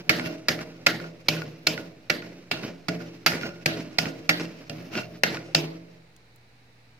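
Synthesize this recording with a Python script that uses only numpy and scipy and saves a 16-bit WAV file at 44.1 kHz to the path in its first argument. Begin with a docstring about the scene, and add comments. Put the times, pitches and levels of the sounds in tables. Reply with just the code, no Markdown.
"""A flat steel spatula slaps down on frozen cream spread over a steel cold plate and drags across it.
Each slap is a short crack of noise; it shakes the plate's low modes and leaves a brief, uneven noise wash.
The drag is grainy noise that also makes the thin blade ring, and the blade's edge gives small knocks.
A freezer hums and hisses faintly and two soft ticks come from elsewhere in the room.
A phone above hears it all through two ports, left and right."""
import sys
import numpy as np
from scipy import signal
from scipy.fft import rfft, irfft
from scipy.io import wavfile
from scipy.ndimage import uniform_filter1d, map_coordinates

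SR = 44100
rng = np.random.default_rng(int(sys.argv[2]) if len(sys.argv) > 2 else 0)


def write(x):
    x = np.atleast_2d(x).T
    wavfile.write(sys.argv[1], SR, np.round(np.clip(x, -1, 1) * 32767).astype(np.int16))

N = 308259
T = np.arange(N) / SR  # time of each sample, s
HZ = np.maximum(np.fft.rfftfreq(N, 1 / SR), 1)  # pitch of each frequency bin


def gain(db):
    """The factor that a level in dB stands for."""
    return 10 ** (np.asarray(db) / 20)


def unit(x):
    """Scales a sound to rms 1."""
    return x / np.sqrt(np.mean(x ** 2))


def along(table):
    """Reads a (Hz, value) table at every frequency bin, in straight lines over log pitch."""
    hz, value = np.transpose(table)
    return np.interp(np.log(HZ), np.log(np.maximum(hz, 1)), value)


def noise(colour):
    """Random noise shaped by a (Hz, dB) spectrum, rms 1."""
    return unit(irfft(rfft(rng.standard_normal(N)) * gain(along(colour)), N))


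def walk(rate):
    """A smooth random wander: new levels at this rate (Hz), smoothed twice; spread near 1."""
    k = int(SR / rate)
    steps = np.repeat(rng.standard_normal(N // k + 1), k)
    return 1.48 * uniform_filter1d(uniform_filter1d(steps, k), k)[:N]


def ring(force, hz, t60):
    """One ringing mode; a steady noise force keeps its rms. It falls 60 dB in t60 seconds."""
    keep = 1000. ** (-1 / (t60 * SR))
    swing = signal.lfilter([1], [1, -keep * np.exp(2j * np.pi * hz / SR)], force)
    return np.sqrt(2 * (1 - keep ** 2)) * swing.imag


def burst(s, rise, t60):
    """Start sample and envelope of a rise followed by an exponential fall."""
    rise, t60 = max(rise, 1e-4), max(t60, .002)
    t = T[:int(SR * (rise + t60))]
    return int(s * SR), np.minimum(t / rise, 1) ** 1.42 * 1000. ** (-np.maximum(t - rise, 0) / t60)


def add(out, start, x):
    """Mixes x into out from a start sample on."""
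    out[..., start:start + x.shape[-1]] += x[..., :N - start]


def peaked(x, hz, share, q):
    """Noise with a share of it sent through a resonance at hz."""
    resonant = signal.lfilter(*signal.iirpeak(hz, q, SR), x)
    return share * unit(resonant) + (1 - share) * unit(x)


def top_of(x):
    """Keeps what lies above 8.5 kHz."""
    return signal.sosfilt(signal.butter(4, 8500, "high", fs=SR, output="sos"), x)


# The blade's slaps, which also kick the plate. Each row: time in seconds, crack peak in dB before panning,
# crack centre in Hz, crack t60 (time to fall 60 dB) in seconds, thud on the plate in dB, brightening in dB,
# left minus right in dB, top sizzle in dB, rise in seconds.
SLAPS = [(0.0926, -0.5, 2280, 0.054, -24.5, -0.5, 1.5, 9.5, 0.0014),
         (0.483, -4, 1600, 0.037, -27, 3, -1, 3.5, 0.0017),
         (0.866, -1, 1870, 0.027, -29.5, 2, 1, 1, 0.0055),
         (1.285, -2.5, 4230, 0.025, -28, 3.5, 1, 4.5, 0.0038),
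         (1.67, -3.5, 4250, 0.022, -29.5, 3, 0.5, 2, 0.005),
         (2.1, -6, 2070, 0.024, -30, -0.5, -2, 9, 0.0051),
         (2.513, -9, 2950, 0.041, -33.5, -2, 1, -8, 0.0035),
         (2.883, -13.5, 1630, 0.04, -26.5, 1, -4, -7, 0.0021),
         (3.261, -3.5, 1540, 0.064, -31, 5, 1, 5.5, 0.0011),
         (3.659, -5.5, 2170, 0.023, -25.5, 6.5, 4, -0.5, 0.003),
         (3.986, -4, 4250, 0.015, -29.5, 1.5, -1.5, -18, 0.0049),
         (4.2911, -2, 2100, 0.045, -26.5, 3.5, -1, 5, 0.0012),
         (4.695, -23, 2560, 0.023, -34.5, 5.5, 2, -10, 0.0016),
         (5.234, -1.5, 1650, 0.021, -30, 2, 3.5, 2, 0.002),
         (5.548, 0, 4920, 0.013, -25, 1, 3.5, -0.5, 0.0033)]


def slaps(source):
    """The flat blade lands unevenly: each short crack has its own rise, centre, tilt, sizzle and side."""
    out = np.zeros((2, N))
    # the slope of a sound is stronger in the treble; here it is even at 3 kHz
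    brighter = np.diff(source, prepend=0) * SR / (2 * np.pi * 3000)
    top = top_of(source)
    for s, db, hz, t60, _, tilt_db, pan_db, sizzle_db, rise in SLAPS:
        start, shape = burst(s + 0.0019 - rise, rise, t60)  # every rise ends 1.9 ms after s
        part = slice(start, start + len(shape))
        tilted = source[part] + (gain(tilt_db) - 1) * brighter[part]
        crack = peaked(tilted, hz, .35, 3.5)
        crack = shape * (crack + (gain(sizzle_db) - 1) * top[part])
        sides = gain([[pan_db / 2], [-pan_db / 2]])
        add(out, start, crack * gain(db) / np.abs(crack).max() * sides)
    return out


# After each slap the blade drags off, then glides lightly back until it lifts. Each row: time in seconds,
# drag level in dB, drag t60 in seconds, glide level in dB, stroke length in seconds, extra weight on the
# plate in dB, extra blade ring in dB, extra top sizzle in dB, left behind right in milliseconds.
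DRAGS = [(0.004, -48, 0.28, -51.5, .08, 8, -10, 5, .13),
         (0.145, -31.5, 0.81, -59.5, 0.35, 5.5, 2, -4, 0.082),
         (0.52, -33.5, 0.46, -51.5, 0.36, 2, 3, 0, 0.045),
         (0.899, -30, 0.29, -52.5, .375, 0.5, 0, -1, 0.098),
         (1.323, -34.5, 0.55, -53.5, 0.41, 2, 4, 3, -0.0058),
         (1.704, -35, 0.32, -56, 0.42, 2, -4, 2, 0.031),
         (2.139, -36.5, 0.24, -54, 0.47, -8.5, -8, 0, 0.033),
         (2.55, -33.5, 0.52, -55, 0.36, 1, 4, 0, 0.093), (2.92, -39, 0.89, -52, 0.34, -4, -3, 2, -0.048),
         (3.324, -30.5, 0.48, -47, 0.31, -4, 6.5, -1, 0.026),
         (3.7, -34.5, 0.84, -49.5, .275, 1.5, 0, -1, 0.06), (4.026, -37, 0.55, -49, 0.26, 3, 4, 0, 0.084),
         (4.332, -38.5, 0.24, -47, 0.35, -5.5, -7, 1, .13),
         (4.722, -43, 3.4, -52.5, 0.47, 5.5, -6, 6.5, 0.093),
         (5.268, -37, 0.64, -49, 0.3, -4, 4, -2, -0.048),
         (5.59, -35, 0.55, -59.5, 0.39, -0.5, -4.5, 2, .073)]
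# In mid-stroke the blade turns and its edge scrapes again. Each row: time in seconds, level in dB,
# rise in seconds, hold in seconds, t60 in seconds, extra weight on the plate in dB, extra blade ring in dB,
# extra top sizzle in dB, left behind right in milliseconds.
TURNS = [(0.243, -33.5, 0.042, .03, 0.24, 1, 7.5, 6.5, .14), (0.599, -35, .03, .02, 0.11, 0.5, 5, 0, 0.088),
         (1.001, -41, .006, .045, .22, 5, -1, 1, 0.17),
         (1.418, -38.5, 0.0088, .02, 0.25, 3.5, -3, 3, 0.045), (1.777, -39, .008, .02, 0.39, 3.5, 1, 3, .1),
         (2.222, -42.5, .01, .03, .5, 1, -6, 2, 0.055), (2.633, -38.5, 0.0072, .05, 0.22, 4, -6, 3, 0.074),
         (2.994, -38.5, 0.023, .03, 0.25, 1.5, -7, 3, 0.15), (3.423, -32.5, .03, .03, 0.34, 0, 5, 3.5, .14),
         (3.813, -56.5, .03, .03, 0.42, -4.5, -7, 0, 0.045),
         (4.058, -31.5, .006, .01, 0.25, 3.5, -2, 0, .072),
         (4.398, -39, .006, .045, 0.27, 5.5, 2, -3, 0.025),
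         (4.976, -27.5, 0.083, .015, 0.17, -1.5, 6.5, 1, -0.053),
         (5.344, -37, 0.013, .03, 0.26, 2, -4, -2, 0.055)]
# What each motion usually drives. Each holds: weight on the plate, blade ring, top sizzle, in dB against its rasp.
DRAG_DRIVE, GLIDE_DRIVE, TURN_DRIVE = (-1, -1, -21), (3, -5.5, -19), (0, 0, -20.5)
DRAG_RISE_S, GLIDE_RISE_S, LIFT_FADE_S = 0.034, .05, .01


def drives(db, usual_db, own_db):
    """Power of the rasp, then of the three things it drives."""
    return gain(db + np.r_[0, np.add(usual_db, own_db)])[:, None] ** 2


def drags():
    """Strength of rasp, plate weight, blade ring and sizzle: all motions add up in power."""
    power = np.zeros((4, N))
    for s, db, t60, glide_db, length, *own_db, _ in DRAGS:
        down = np.clip((s + length - T) / LIFT_FADE_S + 1, 0, 1) ** 2
        rise = np.clip((T - s) / DRAG_RISE_S + 1, 0, 1) ** 2  # complete at s
        fall = 1e6 ** (-np.maximum(T - s, 0) / t60)  # in power, so 1e6 is 60 dB
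        glide = np.clip((T - s) / GLIDE_RISE_S, 0, 1) ** 2
        drag_power = drives(db, DRAG_DRIVE, own_db) * rise * fall
        glide_power = drives(glide_db, GLIDE_DRIVE, own_db) * glide
        power += down * (drag_power + glide_power)
    for s, db, rise, hold, t60, *own_db, _ in TURNS:
        swell = np.clip((T - s) / rise + 1, 0, 1) ** 3
        fall = 1e6 ** (-np.maximum(T - s - hold, 0) / t60)
        power += drives(db, TURN_DRIVE, own_db) * swell * fall
    return np.sqrt(power)


# Colour of the rasping edge. Each row: pitch in Hz, relative level in dB per Hz.
RASP = [(35, -60.5), (60, -24), (165, -3), (326, -5), (874, -19.5), (1430, -18.5), (1810, -18), (2640, -16),
        (3420, -25), (5470, -22.5), (8150, -37.5), (13400, -43.5), (15400, -45), (16500, -76.5)]


def rasp(strength, sizzle):
    """The edge catches on ice crystals: uneven noise grains, sparse sharper ticks, hard frost on top."""
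    grains = gain(3.63 * walk(50) + 1.0 * walk(300))
    catches = (rng.random(N) < 150 / SR) * gain(1.8 * rng.exponential(size=N))  # about 150 a second
    catches = signal.lfilter([1], [1, -.99], catches)  # each dies away
    grit = unit((grains + 0.35 * catches) * noise(RASP))
    top = top_of(grit)
    return strength * (grit - top) + sizzle * unit(top)


# Ringing modes of the blade, used by its ring and its knocks. Each row: pitch in Hz, relative level in dB,
# t60 in seconds.
BLADE = [(1440, 0, .065), (2300, -12, .035), (2740, -5, .075), (4300, -18, .03), (5450, -12, .06)]
BLADE_SLAP_DB, BLADE_DRAG_DB = -17.5, -17  # how strongly slaps and drags drive the blade


def blade(cracks, chime):
    """The thin blade rings after slaps and sings in patches while it drags."""
    out = 0
    for hz, db, t60 in BLADE:
        patches = gain(BLADE_DRAG_DB + 2.93 * walk(24.97))
        rub = chime * patches * rng.standard_normal(N)
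        out = out + gain(db) * ring(gain(BLADE_SLAP_DB) * cracks + rub, hz, t60)
    return out


# Small knocks of the blade edge. Each row: start in seconds, knock peak in dB, centre in Hz,
# share at the centre from 0 to 1, extra ring in dB.
KNOCKS = [(0.1962, -17.5, 1380, 0.7, -6), (0.26, -20, 2030, 0.7, 2), (0.5898, -26, 1460, 1, -3),
          (0.914, -24, 1440, 0.9, 7), (1, -27.5, 1450, 0.8, 3), (1.0403, -33, 1440, 0.85, 9),
          (1.365, -28.5, 1440, 1, 3), (1.419, -22.5, 1380, 0.7, 1.5), (1.777, -21.5, 1370, 0.8, 1.5),
          (2.222, -30.5, 1464, 0.9, 2), (2.633, -26, 1440, 0.9, -1), (3.0031, -39, 1420, 0.7, 12),
          (3.3189, -16.5, 1460, 0.4, 0), (3.412, -25.5, 1490, 0.4, -2), (3.4325, -24, 1470, 0.95, 8),
          (4.0554, -20, 1393, 0.9, -2), (4.397, -24, 1450, 0.4, -3), (4.4536, -29, 2700, 0, -3),
          (4.697, -26.5, 2660, 0.7, 8), (4.7833, -38, 2380, 0.7, 0), (4.953, -20, 1418, 0.7, -1),
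          (4.9763, -19, 2855, 0, 9), (5.0316, -37.5, 2710, 0.6, 14), (5.345, -21, 1660, 0.36, -4),
          (5.3699, -22.5, 1440, 0.96, -1), (5.5109, -46, 2117, 0.7, 2.5)]
BLADE_KNOCK_DB = -10  # how strongly a knock drives the blade


def knocks(source):
    """The edge catches for an instant and sets the nearest blade mode ringing."""
    out = np.zeros(N)
    modes = np.array(BLADE)
    for s, db, hz, share, ring_db in KNOCKS:
        start, shape = burst(s, 0.00063, 0.013)
        knock = shape * peaked(source[start:start + len(shape)], hz, np.clip(share, 0, 1), 2.1)
        add(out, start, knock * gain(db) / np.abs(knock).max())
        mode_hz, mode_db, t60 = modes[np.argmin(abs(modes[:, 0] - hz))]
        start, fade = burst(s, 0.0035, t60)
        tone = np.sin(2 * np.pi * (mode_hz * T[:len(fade)] + rng.random()))
        add(out, start, fade * tone * gain(db + mode_db + ring_db + BLADE_KNOCK_DB))
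    return out


# Low modes of the steel plate. Each row: pitch in Hz, relative level in dB, t60 in seconds.
PLATE = [(87, -17, 0.093), (124.1, -13, 0.93), (145.4, -23, 0.14), (158.9, -8.5, 0.59), (167, -4, 0.99),
         (187, -34, 0.21), (218.4, -24, 0.78), (237, -9.5, 0.406), (262.2, -11, 0.91), (306.8, -11, 0.65),
         (322.8, -7, 0.85), (335, -11.5, 0.8), (349.4, -18, 1), (415, -20.5, 0.39), (434.7, -12.5, 1),
         (453, -14, 0.57), (479, -23.5, 0.24), (514, -19, 0.63), (527, -16.5, 0.2), (578, -14.5, 0.42),
         (596.5, -13.5, 0.48), (627, -12, 0.51), (647, -13.5, 0.31), (680, -16, 0.42), (713, -17.5, .3),
         (746, -17.5, 0.36), (817, -26, 0.36)]
PLATE_SLAP_DB, PLATE_DRAG_DB = -10.5, -7  # how strongly slaps and drags drive the plate
PLATE_WANDER = .028  # typical pitch bend, as a share of the pitch


def plate(weight):
    """Slaps kick each low mode by a different amount; the drag feeds them and their pitch wanders."""
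    out = 0
    place = rng.standard_normal((len(SLAPS), len(PLATE), 2))
    for k, (hz, db, t60) in enumerate(PLATE):
        push = gain(PLATE_DRAG_DB) * weight * rng.standard_normal(N) + 0j
        for row, (size, turn) in zip(SLAPS, place[:, k]):
            start, shape = burst(row[0], 0.0016, 0.012)
            kick = gain(row[4] + PLATE_SLAP_DB + 2 * size)
            add(push, start, shape * np.exp(2j * np.pi * turn) * kick)
        # let the swing die away first, then spin it at the wandering pitch
        keep = 1000. ** (-1 / (t60 * SR))
        swing = np.sqrt(2 * (1 - keep ** 2)) * signal.lfilter([1], [1, -keep], push)
        phase = 2 * np.pi * hz / SR * np.cumsum(1 + PLATE_WANDER * walk(9))
        out = out + gain(db) * (swing * np.exp(1j * phase)).imag
    return out


# Colour of cracks, knocks and wash before further shaping. Each row: pitch in Hz, relative level in dB per Hz.
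CRACK = [(35, -36), (60, -16), (219, -18.5), (586, 1), (1110, -7), (1470, -2), (2350, 4.5), (3420, -5),
         (4750, 1), (7600, -18.5), (10100, -29), (11600, -22), (14000, -27.5), (16500, -39.5)]
# How long the wash lasts. Each row: centre of an octave-wide band in Hz, t60 in seconds.
WASH_T60 = [(200, 0.55), (400, 0.86), (800, 0.48), (1600, 0.36), (3200, 0.31), (6400, 0.24), (11500, 0.32)]
WASH_DB = -8.5


def wash(cracks):
    """The plate's dense upper modes and the near walls: a noise tail fed by each crack's energy."""
    out, dense, shared_swell = 0, noise(CRACK), walk(70)
    for hz, t60 in WASH_T60:
        band = signal.butter(2, [hz / 2 ** .5, hz * 2 ** .5], "band", fs=SR, output="sos")
        keep = 1e6 ** (-1 / (t60 * SR))
        fed = uniform_filter1d(signal.sosfilt(band, cracks) ** 2, 200, origin=99)  # recent energy
        stored = signal.lfilter([1 / 200], [1, -keep], fed)
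        lumps = gain(1.6 * shared_swell + 1.2 * walk(60))  # the tail swells and dips unevenly
        out = out + lumps * np.sqrt(np.abs(stored)) * unit(signal.sosfilt(band, dense))
    return gain(WASH_DB) * out


# Colour of the freezer's hiss. Each row: pitch in Hz, relative level in dB per Hz.
FREEZER = [(25, -14), (60, -2.5), (100, -5.5), (140, -6.5), (200, -5.5), (403, -11.5), (464, -7.5),
           (544, -13.5), (878, -12.5), (1090, -17.5), (2330, -12.5), (3340, -23), (3920, -16.5),
           (7430, -32), (14900, -38.5), (16500, -42.5)]
FREEZER_DB, HUM_HZ, HUM_DB = -59, 120, -62.5  # typical rms levels in dB, hum pitch in Hz


def freezer():
    """Fan hiss that drifts a little, and the compressor's wavering hum."""
    tone = np.sin(2 * np.pi * HUM_HZ * T + .2 * walk(4.3))
    hum = tone * 2 ** .5 * gain(HUM_DB + walk(5.79))
    return gain(FREEZER_DB + .7 * walk(1)) * noise(FREEZER) + hum


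# Faint ticks from elsewhere in the room. Each row: start in seconds, peak in dB, centre in Hz.
TICKS = [(6.163, -44.5, 5320), (6.359, -48.5, 11100)]


def ticks():
    """Short soft clicks of noise through a broad resonance."""
    out = np.zeros(N)
    for s, db, hz in TICKS:
        start, shape = burst(s, 0.0012, 0.022)
        tick = shape * signal.lfilter(*signal.iirpeak(hz, 1.2, SR), rng.standard_normal(len(shape)))
        add(out, start, tick * gain(db) / np.abs(tick).max())
    return out


# Level step between the ports. Each row: pitch in Hz, left minus right in dB.
PORT_BALANCE = [(60, 2.5), (110, 0.5), (200, -1.5), (380, -1.5), (700, -2.5), (1290, -1), (2380, -1.5),
                (4400, -4.5), (8120, 4.5), (15000, -2.5)]


def ports(shared, unshared, likeness):
    """Two ports: a part of the sound that both hear alike, the rest opposed, and a level step."""
    like = np.clip(along(likeness), 0, 1)
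    step = gain(along(PORT_BALANCE) / 2)
    mid = np.sqrt((1 + like) / 2) * rfft(shared)
    side = np.sqrt((1 - like) / 2) * rfft(unshared)
    return irfft((mid + side * np.array([[1], [-1]])) * np.array([step, 1 / step]), N)


def lagged(pair):
    """The blade's place, moving between drag and turn, makes one port hear it a little later."""
    places = [(row[0] - DRAG_RISE_S, row[-1]) for row in DRAGS]
    places = sorted(places + [(row[0], row[-1]) for row in TURNS])
    lag = np.interp(T, *np.transpose(places)) * SR / 2000  # ms to samples, half for each port
    return np.array([map_coordinates(x, [np.arange(N) - sign * lag], order=4)
                     for x, sign in zip(pair, (1, -1))])


# How alike the ports hear the near blade and the spread-out sounds. Each row: pitch in Hz,
# left-right likeness (coherence) from 0 to 1.
NEAR_LIKENESS = [(30, 1), (200, 0.99), (600, 0.68), (2000, 0.45), (3500, 0.5), (6000, 0.41), (16000, 0)]
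SPREAD_LIKENESS = [(30, 0.91), (120, .99), (300, 0.93), (600, 0.54), (1000, 0), (4000, 0.12), (16000, 0)]


def scene():
    """Every source is sounded twice with fresh chance, for the shared and the unshared part."""
    grit, weight, chime, sizzle = drags()
    near, spread = [], []
    for _ in range(2):
        cracks = slaps(noise(CRACK))
        centre = cracks.mean(axis=0)
        near.append(cracks + knocks(noise(CRACK)) + blade(centre, chime) + rasp(grit, sizzle))
        spread.append(wash(centre) + plate(weight) + freezer() + ticks())
    return lagged(ports(*near, NEAR_LIKENESS)) + ports(*spread, SPREAD_LIKENESS)


TOP_HZ, OFFSET = 16600, .001  # treble limit; shift off zero as a share of full scale


def record(dry):
    """The phone drops the deepest bass, clips at full scale, cuts the top and sits slightly off zero."""
    thin = signal.sosfilt(signal.butter(2, 60, "high", fs=SR, output="sos"), dry)
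    clipped = np.clip(thin, -1, 1)
    return signal.sosfilt(signal.ellip(10, .2, 90, TOP_HZ, fs=SR, output="sos"), clipped) + OFFSET


dry = scene()
out = record(dry)
write(out)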